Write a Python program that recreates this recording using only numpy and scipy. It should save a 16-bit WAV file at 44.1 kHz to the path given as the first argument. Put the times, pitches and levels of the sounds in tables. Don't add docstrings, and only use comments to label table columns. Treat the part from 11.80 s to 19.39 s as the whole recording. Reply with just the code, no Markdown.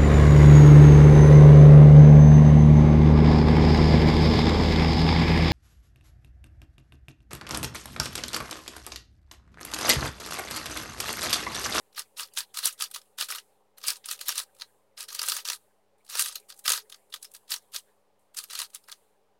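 import sys
import numpy as np
from scipy import signal
from scipy.io import wavfile
from scipy.ndimage import uniform_filter1d

SR = 44100
rng = np.random.default_rng(int(sys.argv[2]) if len(sys.argv) > 2 else 0)


def materialize(psi):
    bounded = np.clip(np.atleast_2d(psi).T, -1, 1)
    quanta = np.round(bounded * 32767).astype(np.int16)
    wavfile.write(sys.argv[1], SR, quanta)


def nominal_scale(level):
    x = np.asarray(level, float) / 20
    return 10 ** x


N = 334719

RISE_S = .0012
# start_s, level_db, hollow_db, bright_db, ring_hz
KNOCKS = [(0.1771, -33.5, 4.5, -1, 1600), (0.2187, -42, -7, -2, 4600), (.9928, -43, -8, 0, 4600),
          (1.1722, -42, -8, 0, 4600), (2.0878, -28, -3, 0, 5000), (2.2927, -35, -8, 0, 4600),
          (2.3049, -38, -8, -0.5, 4600), (2.478, -35, -7.5, 0, 4600), (2.5423, -44, -8, 0, 4600),
          (2.572, -35, -8, 0, 4600), (2.8314, -48, -8, -7, 4200), (3.2225, -39, -8, -1, 4600),
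          (3.3452, -36, -8, -0.5, 4600), (3.4772, -29, -2.5, -0.5, 5000), (3.615, -52, -8, 0, 4598),
          (4.3168, -41, -8, 0, 4600), (5.003, -45, -3.5, -5, 4600), (5.3307, -45, -8, 0, 4600),
          (5.4495, -37, -16, -1, 5200), (6.569, -39.5, -10, 9.5, 9030), (6.776, -38, -8, 5, 11000),
          (6.9516, -42, -8, 0, 4600)]


def rms_one(x):
    return x / np.sqrt(np.mean(x ** 2) + 1e-20)


def drift(rate):
    r = np.exp(-80 * np.pi * rate / SR)
    slow = signal.lfilter([1], [1, -2 * r, r * r], rng.standard_normal(N // 40 + 2002))[2000:]
    return np.interp(np.arange(N) / 40, np.arange(len(slow)), rms_one(slow))


def resonance(x, hz, width_hz):
    r = np.exp(-np.pi * width_hz / SR)
    zeros = np.array([1, 0, -1]) * (1 - r * r) / 2
    poles = [1, -2 * r * np.cos(2 * np.pi * hz / SR), r * r]
    return signal.lfilter(zeros, poles, x)


def butter(x, order, edge_hz, kind):
    return signal.sosfilt(signal.butter(order, edge_hz, kind, fs=SR, output="sos"), x)


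def banded_noise(spectrum, patchy_db, patch_rate):
    hz_points, db_points = np.transpose(spectrum)
    edges_hz = 20 * 2 ** np.arange(0, 9.8, 1 / 4)
    white = rng.standard_normal((2, N))
    out = 0
    for k, (low_hz, high_hz) in enumerate(zip(edges_hz, edges_hz[1:])):
        hz = np.sqrt(low_hz * high_hz)
        level_db = np.interp(np.log(hz), np.log(hz_points), db_points, left=-80)
        lumpiness = np.exp(-np.log(hz / 700) ** 2 / 2)
        flicker_db = patchy_db * drift(patch_rate) * lumpiness
        out = out + nominal_scale(level_db + flicker_db) * butter(white[k % 2], 2, [low_hz, high_hz], "band")
    return rms_one(out)


def cube():
    # pitch_hz, width_hz, level_db
    hollow_modes = [(410, 85, -13.5), (555, 210, -10.5), (956, 45, -1), (1240, 110, 4.5), (1600, 190, 0),
                    (1937, 130, -3.5), (2500, 740, -13.5)]
    shell_modes = [(2540, 460, -2.5), (2880, 370, -1), (3510, 860, 2), (4150, 430, 2.5), (4650, 460, 2.5),
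                   (5260, 300, 0.5), (5680, 420, -1), (6500, 370, -1)]
    edge_modes = [(6700, 810, -5.5), (8950, 3000, 2), (9800, 350, -0.5), (10730, 430, -3),
                  (12240, 820, 0.5), (14800, 2100, -8)]
    start_s, level_db, hollow_db, bright_db, _, ring_hz = np.transpose(clacks())
    count, knocks = len(start_s), len(KNOCKS)
    turn_db, grip_db = slide_db()
    sliding = np.maximum(nominal_scale(2 * turn_db) - nominal_scale(2 * -58), 0)
    shared = contacts(per_s=4500, spread_db=6.2)
    colour_db = np.resize(rng.normal(0, 2.15, (count - knocks, 24)), (count, 24))

    blow_at = np.round((start_s + RISE_S) * SR).astype(int)
    hard_blow_db = 10.5 + 0.29 * (level_db + 24)
    blow_db = np.where(np.arange(count) < len(hard_clacks()), hard_blow_db, 4)
    blow_db[-knocks:] = 8

    # modes, clack_db, sliding_db, decay share (treble dies first), extra blow_db
    parts = [(hollow_modes, hollow_db + 11.5, grip_db + 1.1, .38, 3),
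             (shell_modes, 2.5, 1.0, .34, 0),
             (edge_modes, bright_db + 1.5, -1.1, .3, 0)]
    out, k = 0, 0
    for modes, part_db, slide_gain_db, quick, snap_db in parts:
        for hz, width_hz, mode_db in modes:
            favoured_db = 10.4 * np.exp(-(np.log(hz / ring_hz) / 0.062) ** 2)
            strength_db = level_db + part_db + colour_db[:, k] + favoured_db
            power = rattle(strength_db, quick, tail_db=-13.5, tail_t60_s=0.11)
            grip_change_db = 4.5 * drift(38)
            power += sliding * nominal_scale(2 * slide_gain_db + 2 * grip_change_db)
            own = contacts(per_s=6400, spread_db=5.0)
            drive = np.sqrt(power) * (0.55 * shared + 0.78 * own)
            drive[blow_at] += nominal_scale(strength_db + blow_db + snap_db)
            out = out + (-1) ** k * nominal_scale(mode_db) * resonance(drive + 1e-18, hz, width_hz)
            k += 1
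    out = butter(out, 1, 730, "high")
    return butter(out, 8, 385, "high")


def contacts(per_s, spread_db):
    sizes = nominal_scale(spread_db * np.minimum(rng.exponential(1, N), 3.2)) * rng.choice([-1, 1], N)
    return rms_one(sizes * (rng.random(N) < per_s / SR))


def slide_db():
    # push_s, fastest_s, push_db, top_db, hollow_db
    layer_turns = [(0.162, 0.18, -45, -36, .1), (.372, 0.42, -40, -37.5, 1.5),
                   (0.566, 0.58, -40.5, -30.5, 1), (0.747, 0.8, -42, -39.5, -1),
                   (0.822, 0.86, -40.5, -26, -1.5), (0.979, 1.032, -53, -36, 0.5),
                   (1.128, 1.158, -57, -43, -3), (1.38, 1.408, -46, -28.5, 1),
                   (1.49, 1.576, -40.5, -43.5, 2), (2.031, 2.094, -45.5, -27, -1),
                   (2.25, 2.324, -49.5, -37.5, .1), (2.408, 2.428, -45, -45.5, .1),
                   (2.459, 2.497, -42.5, -29, 0.5), (2.543, 2.586, -43.5, -33.5, 1),
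                   (3.175, 3.211, -45.5, -39.5, 0.5), (3.286, 3.4, -43.5, -46.5, .1),
                   (3.39, 3.46, -57, -34, -2), (3.5, 3.59, -33.5, -39, .1), (3.656, 3.73, -38, -40, .1),
                   (4.293, 4.4, -46, -28.5, 0.2), (4.44, 4.514, -34, -45, -2), (4.55, 4.54, -42.5, -54, 1),
                   (4.688, 4.706, -53.5, -50, .1), (4.854, 4.96, -36.5, -31.5, 1),
                   (5.321, 5.3, -50.5, -48, 1), (5.426, 5.43, -51.5, -51, -6), (5.542, 5.54, -58, -48, -9),
                   (5.692, 5.717, -48, -29.5, 2), (5.928, 5.953, -52, -35.4, -1),
                   (6.566, 6.578, -47, -35.5, -3), (6.702, 6.83, -44.5, -40.5, 0.5),
                   (6.935, 6.955, -51.5, -52, 2), (7.076, 7.07, -58, -51, .1)]
    start_db_s, slowing_db_s = 1801, 360
    t = np.arange(N) / SR
    level_db, hollow_db = np.full(N, -99.), np.zeros(N)
    for push_s, fastest_s, push_db, top_db, grip_db in layer_turns:
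        speeding_db = np.interp(t, [push_s, max(fastest_s, push_s + RISE_S)], [push_db, top_db])
        before_db = start_db_s * np.maximum(push_s - t, 0)
        after_db = slowing_db_s * np.maximum(t - fastest_s, 0)
        turn_db = speeding_db - before_db - after_db
        hollow_db = np.where(turn_db > level_db, grip_db, hollow_db)
        level_db = np.maximum(level_db, turn_db)
    return level_db, hollow_db


def rattle(strength_db, quick, tail_db, tail_t60_s):
    lead = SR // 40
    power = np.zeros(N + SR)
    t = (np.arange(SR // 6) - lead) / SR
    after = np.maximum(t, 0)
    grinding = nominal_scale(2 * (-11.0 + 5000 * np.minimum(t, 0)))
    attack = np.maximum(np.minimum(after / RISE_S, 1) ** 2, grinding)
    tail = nominal_scale(2 * tail_db - 120 * after / tail_t60_s)
    for (start_s, _, _, _, t60_s, _), level_db in zip(clacks(), strength_db):
        shape = nominal_scale(-120 * after / max(t60_s * quick, .01)) + tail
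        i = round(start_s * SR) - lead
        power[i:i + len(t)] += nominal_scale(2 * level_db) * shape * attack
    return power[:N]


def clacks():
    # start_s, level_db, bright_db, ring_hz
    light_ticks = [(0.1276, -51.5, -20, 5160), (0.147, -46.5, -10, 5860), (0.3773, -44, -8, 9400),
                   (0.39, -37, 4, 4400), (0.473, -50.5, 7, 3960), (0.484, -50, -8.0, 3880),
                   (0.5375, -51, 5.5, 8960), (0.551, -48, 7.5, 3270), (0.743, -32.5, -1, 6030),
                   (1.103, -57, 10, 3860), (1.1124, -42, 3, 11900), (1.215, -47.5, 1, 5130),
                   (1.255, -68, 8, 10340), (1.754, -66.0, -1.5, 2670), (1.974, -49.5, -4.0, 3960),
                   (1.9816, -41.5, 2, 12300), (2.003, -49, -9, 4200), (2.014, -42, -4.0, 3270),
                   (2.1568, -39, 2, 4300), (2.1666, -42, 5, 7840), (2.2427, -39, -16.0, 3700),
                   (2.302, -40, 0.5, 3360), (2.3763, -47, 1.0, 2760), (2.391, -41.5, 5.5, 2500),
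                   (2.634, -50, -11, 4600), (2.749, -58, 7, 3080), (2.765, -52.5, 2, 10420),
                   (2.786, -51, 2, 10420), (2.798, -38.5, -5.0, 4000), (2.8103, -36, -2.5, 4150),
                   (3.176, -38, -13, 5280), (3.227, -40, 8.5, 10510), (3.237, -34.5, -3, 5340),
                    (3.3033, -34.5, -3.0, 4300), (3.327, -34, 4.5, 6550), (3.6, -46, 0.0, 4650),
                    (3.758, -47.5, 8.5, 10800), (4.183, -71.5, 11.5, 3220), (4.2484, -58.5, 6, 10250),
                    (4.264, -53, 0, 2900), (4.278, -52, -1, 4130), (4.289, -56, 6.0, 8530),
                    (4.324, -35, -2.0, 5680), (4.5117, -41, -2.0, 5680), (4.523, -34, -10, 6160),
                    (4.599, -57.5, 13.5, 8180), (4.694, -44, 5, 8270), (4.701, -38, -1, 4500),
                    (4.71, -45, -7, 4300), (4.722, -39, -11, 4840), (4.741, -53, 8, 7580),
                    (4.7637, -66, 13.5, 8960), (4.775, -61, 14, 8540), (4.7845, -63, 10.0, 8790),
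                    (4.791, -52, 14, 10080), (4.7968, -55.5, 5, 8530), (4.8412, -46.5, 10, 9900),
                   (5.098, -42, 6.5, 11110), (5.119, -43, 2, 8340), (5.1237, -38.5, -4, 3500),
                  (5.1434, -39.5, -3, 4630), (5.159, -63, 14.5, 3960), (5.301, -58, 3, 9730),
                  (5.325, -40.5, -6, 3640), (5.3596, -35, -10.0, 6000), (5.4155, -59, 10.0, 9730),
                  (5.427, -42.5, 10, 9600), (5.445, -40.0, 3, 5330), (5.516, -60.5, 14, 8500),
                  (5.538, -53, 16, 10680), (5.5483, -37.5, 3.5, 4290), (5.564, -50.5, 10.5, 3560),
                  (5.679, -49.5, -5, 3530), (5.706, -42, 5.0, 8750), (5.822, -63, 6, 7950),
                  (5.92, -51.5, 8, 11630), (5.936, -41, 4, 4390), (6.393, -69, 10.5, 3100),
                  (6.5452, -43.5, 2, 3190), (6.631, -53, 12, 3450), (6.638, -35.5, 5, 5000),
                  (6.6762, -66, 6, 8960), (6.6862, -51, 3.5, 10160), (6.699, -35, -8, 3790),
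                  (6.707, -35.5, -6, 4020), (6.8467, -39, -9.0, 3190), (6.901, -52.5, 7, 11370),
                  (6.956, -39.5, 4, 3340), (7.039, -53.5, 0.0, 5240), (7.124, -34, -10, 6330)]
    blows = [(s, db, hollow_db, bright_db, 0.065 * np.exp(0.01 * (db + 25.5)), hz)
             for s, db, hollow_db, bright_db, hz in hard_clacks()]
    ticks = [(s, db, -8.5, bright_db, 0.071, hz)
             for s, db, bright_db, hz in light_ticks]
    knocks = [(s, db, hollow_db, bright_db, 0.044, hz) for s, db, hollow_db, bright_db, hz in KNOCKS]
    return blows + ticks + knocks


def hard_clacks():
    # start_s, level_db, hollow_db, bright_db, ring_hz
    snaps = [(0.1795, -33, 3, -6, 3835), (0.1922, -24.5, -14, 0.5, 5040), (0.1996, -33.5, 1, 0, 6000),
             (0.3948, -23.5, -7.5, -4.0, 2960), (0.4063, -30, -2, 4, 9860), (0.431, -31, -15, -3, 4670),
             (0.5728, -22, -6.5, -7.5, 3578), (0.5846, -24.5, -9, -3.5, 4444),
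             (0.6042, -25, -9, 0.0, 4430), (0.7713, -24, -8, -1, 4150), (0.7871, -23.5, -6.5, 1.5, 4400),
             (0.8296, -34, 0.5, 6, 10300), (0.8448, -31.5, -4, 1, 12100), (0.8553, -18.5, -12, 7, 7000),
             (0.872, -23, -18.5, 5.5, 11210), (0.926, -44.5, -12.5, 12, 7400),
             (1.0003, -31, -4, 2.5, 10700), (1.0082, -20.0, -17.5, -10, 3058),
             (1.0213, -20.0, -10.5, 2.5, 4870), (1.0383, -28.5, -14.5, 1.5, 4720),
             (1.1405, -35.0, -14, 0, 8400), (1.1451, -28, -19, 5.5, 4350), (1.1602, -27, -6, 0, 4600),
             (1.3846, -30, -6.5, 2, 2730), (1.4095, -18, -14, -5.5, 2945), (1.4225, -21, -12, -8, 4190),
               (1.486, -33, 0, 4, 4042), (1.5023, -28, -1, -0.5, 5230), (1.5112, -27, -3, 5, 9560),
               (1.522, -29.5, 4.5, -2.5, 2500), (1.549, -33.5, -0.5, 2.5, 4100),
               (1.5572, -31.5, -2.0, 2, 4000), (1.582, -27.5, -8.5, -8.5, 3000),
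               (2.0383, -29, -2.5, -7, 4650), (2.0684, -40.0, -14.5, -3, 4720), (2.077, -33, -8, -2, 8640),
               (2.0814, -17.5, -14, 2, 5000), (2.103, -19, -20, 2, 5064), (2.2576, -33, -12, 4, 9530),
               (2.2865, -24.5, -12, -3, 5100), (2.3111, -21, -11, 3.5, 3970),
               (2.3279, -37, -16.5, -1, 3516), (2.4115, -27.5, -8, 2, 6940), (2.483, -23, -28, 10, 3850),
               (2.4902, -21, -13, 2, 5610), (2.5018, -26, -9.5, -1, 2990), (2.5222, -31, -5, 1.0, 5280),
               (2.5556, -30.0, -7.5, -2.5, 3960), (2.579, -20, -20, -1.5, 5680),
               (2.591, -26, -7.5, 4.5, 4300), (2.599, -26.5, -5, -3, 4360), (2.8185, -29, -5, -13, 4093),
             (3.2055, -31.5, -20, 1, 5240), (3.2852, -36.5, -5, 2.5, 4200),
                 (3.3484, -26.5, -11, 3, 4700), (3.392, -20.5, -9, -3, 4710), (3.4157, -21, -6, -4, 5136),
                 (3.429, -28, -9.5, 4.5, 9830), (3.4348, -32.5, 5, 0.5, 3540),
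                 (3.4684, -30.5, -17.5, -5, 7490), (3.485, -17.5, -9.5, 3.5, 10040),
                 (3.4968, -21.5, -21.5, -2.0, 4660), (3.5191, -19.5, -7.5, 2.5, 4850),
                 (3.5361, -38.5, -9, 1.5, 4730), (3.552, -38, -10, 0.0, 4735), (3.5654, -27, -3.5, 6, 6500),
                 (3.585, -33.5, 0.5, -2, 4610), (3.6515, -26, -5.5, -1.5, 5650),
                 (3.6757, -26.5, -15, -1.5, 6750), (3.6857, -23, -10, -3.5, 4867),
                 (3.6994, -16.5, -9.5, -4.5, 5610), (3.7187, -34.0, 2.5, 2, 9150),
                 (3.731, -27.5, -5, 0.5, 4060),
             (4.298, -36, -6, 3.5, 8650), (4.306, -36.0, -8, 0, 8300), (4.329, -39.5, -1, -2.0, 4120),
                (4.3407, -36.5, 4.5, -4.5, 4350), (4.3518, -25, -1, 0.5, 5800),
                (4.3714, -30.0, -14.5, 1.5, 5150), (4.3813, -28.5, -10, -1.5, 5050),
                (4.3858, -25.5, -8.5, -1, 4650), (4.3934, -17.5, -9.5, 3.5, 7400),
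                (4.403, -24, -21.5, 2.5, 4940), (4.4101, -25.0, -10, 4.5, 8530),
                (4.421, -22.5, -9.5, 6.0, 9470), (4.4585, -25.5, -4.5, 1, 2880),
                (4.4833, -30, -21.0, 2, 4380), (4.5558, -25.5, -19, 0.5, 4250),
                (4.564, -36.5, -7, -8, 4130), (4.8555, -28, 1, 4.5, 2540), (4.8614, -23, -13, -1, 5395),
                (4.8784, -13.5, -8, -1, 4910), (4.8925, -20.5, -2.5, 5, 6500),
                (4.9011, -15.5, -11.5, 2, 6510), (4.905, -22.5, -5, -1, 6500),
                (4.9187, -16.5, -13.5, 1, 6600), (4.9324, -22.5, -7.5, 0.5, 6150),
                (4.937, -24, -1, -3.5, 3900), (4.9482, -29, -13.5, 0.5, 4770), (4.9755, -29, -1, -3, 4770),
             (5.3392, -32, -2.5, 2, 3520), (5.343, -34, -5, 4.5, 3930), (5.7183, -23, -7.5, 3, 4156),
                (5.7385, -21, -14, -1, 4320), (5.7613, -33, -6, -1.5, 5500), (5.9444, -34.5, -1, 0, 4670),
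                (5.961, -23.5, -13, 1.5, 4935), (6.5728, -34, -17, -7.5, 4760), (6.586, -26, -10, 2, 10020),
                (6.7317, -30, -4, -3.5, 3130), (6.7518, -23.5, -19, -5, 4320), (6.789, -25, -5, 3, 4430),
                (6.7991, -21, -6.5, -0.5, 3870), (6.8164, -25.5, -5, -2.5, 4140),
                (6.8265, -35, -4, 0.5, 4200), (6.9472, -38, -8.5, 10.5, 8536),
                (7.0844, -45.5, 10.5, 9, 4970), (7.096, -41, 1, -4.0, 4270), (7.1165, -33.5, -9, 1, 5900)]
    return snaps


def gate(x, knee_db, slope):
    level_db = 10 * np.log10(uniform_filter1d(x ** 2, size=300) + 1e-12)
    return x * nominal_scale(slope * np.minimum(level_db - knee_db, 0))


def squeak():
    # start_s, length_s, from_hz, to_hz, level_db (rms)
    slip = (.521, .024, 4900, 4200, -68)
    start_s, length_s, from_hz, to_hz, level_db = slip
    share = np.clip((np.arange(N) / SR - start_s) / length_s, 0, 1)
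    phase = 2 * np.pi * np.cumsum(from_hz + (to_hz - from_hz) * share) / SR
    envelope = np.sqrt(np.abs(np.sin(np.pi * share))) * (share < 1)
    return np.sqrt(2) * nominal_scale(level_db) * envelope * np.sin(phase)


def puffs(source):
    stirred = rms_one(np.abs(source) * rng.standard_normal(N))
    return nominal_scale(-64.5) * butter(stirred, 2, 300, "low")


def echo(source):
    # pitch_hz, level_db (per Hz)
    echo_spectrum = [(1500, -18), (2500, -13), (4000, -9), (5700, -17.5), (7200, -5.5), (9500, -1),
                     (16000, -10.5)]
    cap_db, fall_db_s = -68, 78
    t = np.arange(N) / SR
    source_db = 10 * np.log10(uniform_filter1d(source ** 2, size=400) + 1e-12)
    moving_db = np.minimum(source_db - 0.5, cap_db)
    moving_db[0] = cap_db
    level_db = np.maximum.accumulate(moving_db + fall_db_s * t) - fall_db_s * t
    return nominal_scale(level_db) * banded_noise(echo_spectrum, patchy_db=-17.0, patch_rate=11)


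def air_modes():
    # pitch_hz, width_hz, level_db (rms)
    murmur_modes = [(419, 64, -77.5), (549, 86, -77.5), (792.6, 110, -79), (960, 87, -88.5)]
    # start_s, level_db
    swell_points = [
        (0.0, -74.5),
        (2.16, -73),
        (2.41, -67),
        (3.06, -76),
        (3.51, -67),
        (3.93, -79.5),
        (4.54, -70),
        (6.41, -79),
        (6.79, -75.5),
        (7.59, -79),
    ]
    out = 0
    for hz, width_hz, level_db in murmur_modes:
        once = resonance(rng.standard_normal(N), hz, width_hz)
        murmur_db = 3 * drift(12)
        out = out + nominal_scale(level_db + murmur_db) * rms_one(resonance(once, hz, width_hz))
    swell_db = np.interp(np.arange(N) / SR, *np.transpose(swell_points))
    return nominal_scale(swell_db - swell_db.mean()) * out


def rumble():
    # pitch_hz, level_db (per Hz)
    room_spectrum = [(25, -28), (130, -22.5), (350, -32.5), (400, -15), (1000, -19), (1400, -26.5),
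                     (4500, -35.5), (16000, -44)]
    return nominal_scale(-72.5) * banded_noise(room_spectrum, patchy_db=2.5, patch_rate=29)


def mains_hum():
    # multiple, level_db (rms), wobble_db
    harmonics = [(1, -87, 1.5), (2, -83.5, .7), (3, -85.5, .8), (4, -90, 1.5)]
    t = np.arange(N) / SR
    out = 0
    for multiple, level_db, wobble_db in harmonics:
        tone = np.sin(2 * np.pi * (multiple * 100 * t + rng.random()))
        out = out + np.sqrt(2) * nominal_scale(level_db + wobble_db * drift(3.0)) * tone
    return out


def scene():
    near = gate(cube(), knee_db=-50.0, slope=0.3)
    room = air_modes() + rumble() + mains_hum()
    return (near + squeak() + puffs(near) + echo(near) + room)[None]


def roll_off(x):
    return signal.sosfilt(signal.butter(12, 16970, fs=SR, output="sos"), x)


def record(dry):
    top_cut = signal.ellip(10, .5, 45, 15900, fs=SR, output="sos")
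    mix = signal.sosfilt(top_cut, dry) - .0003
    return roll_off(mix)


dry = scene()
out = record(dry)
materialize(out)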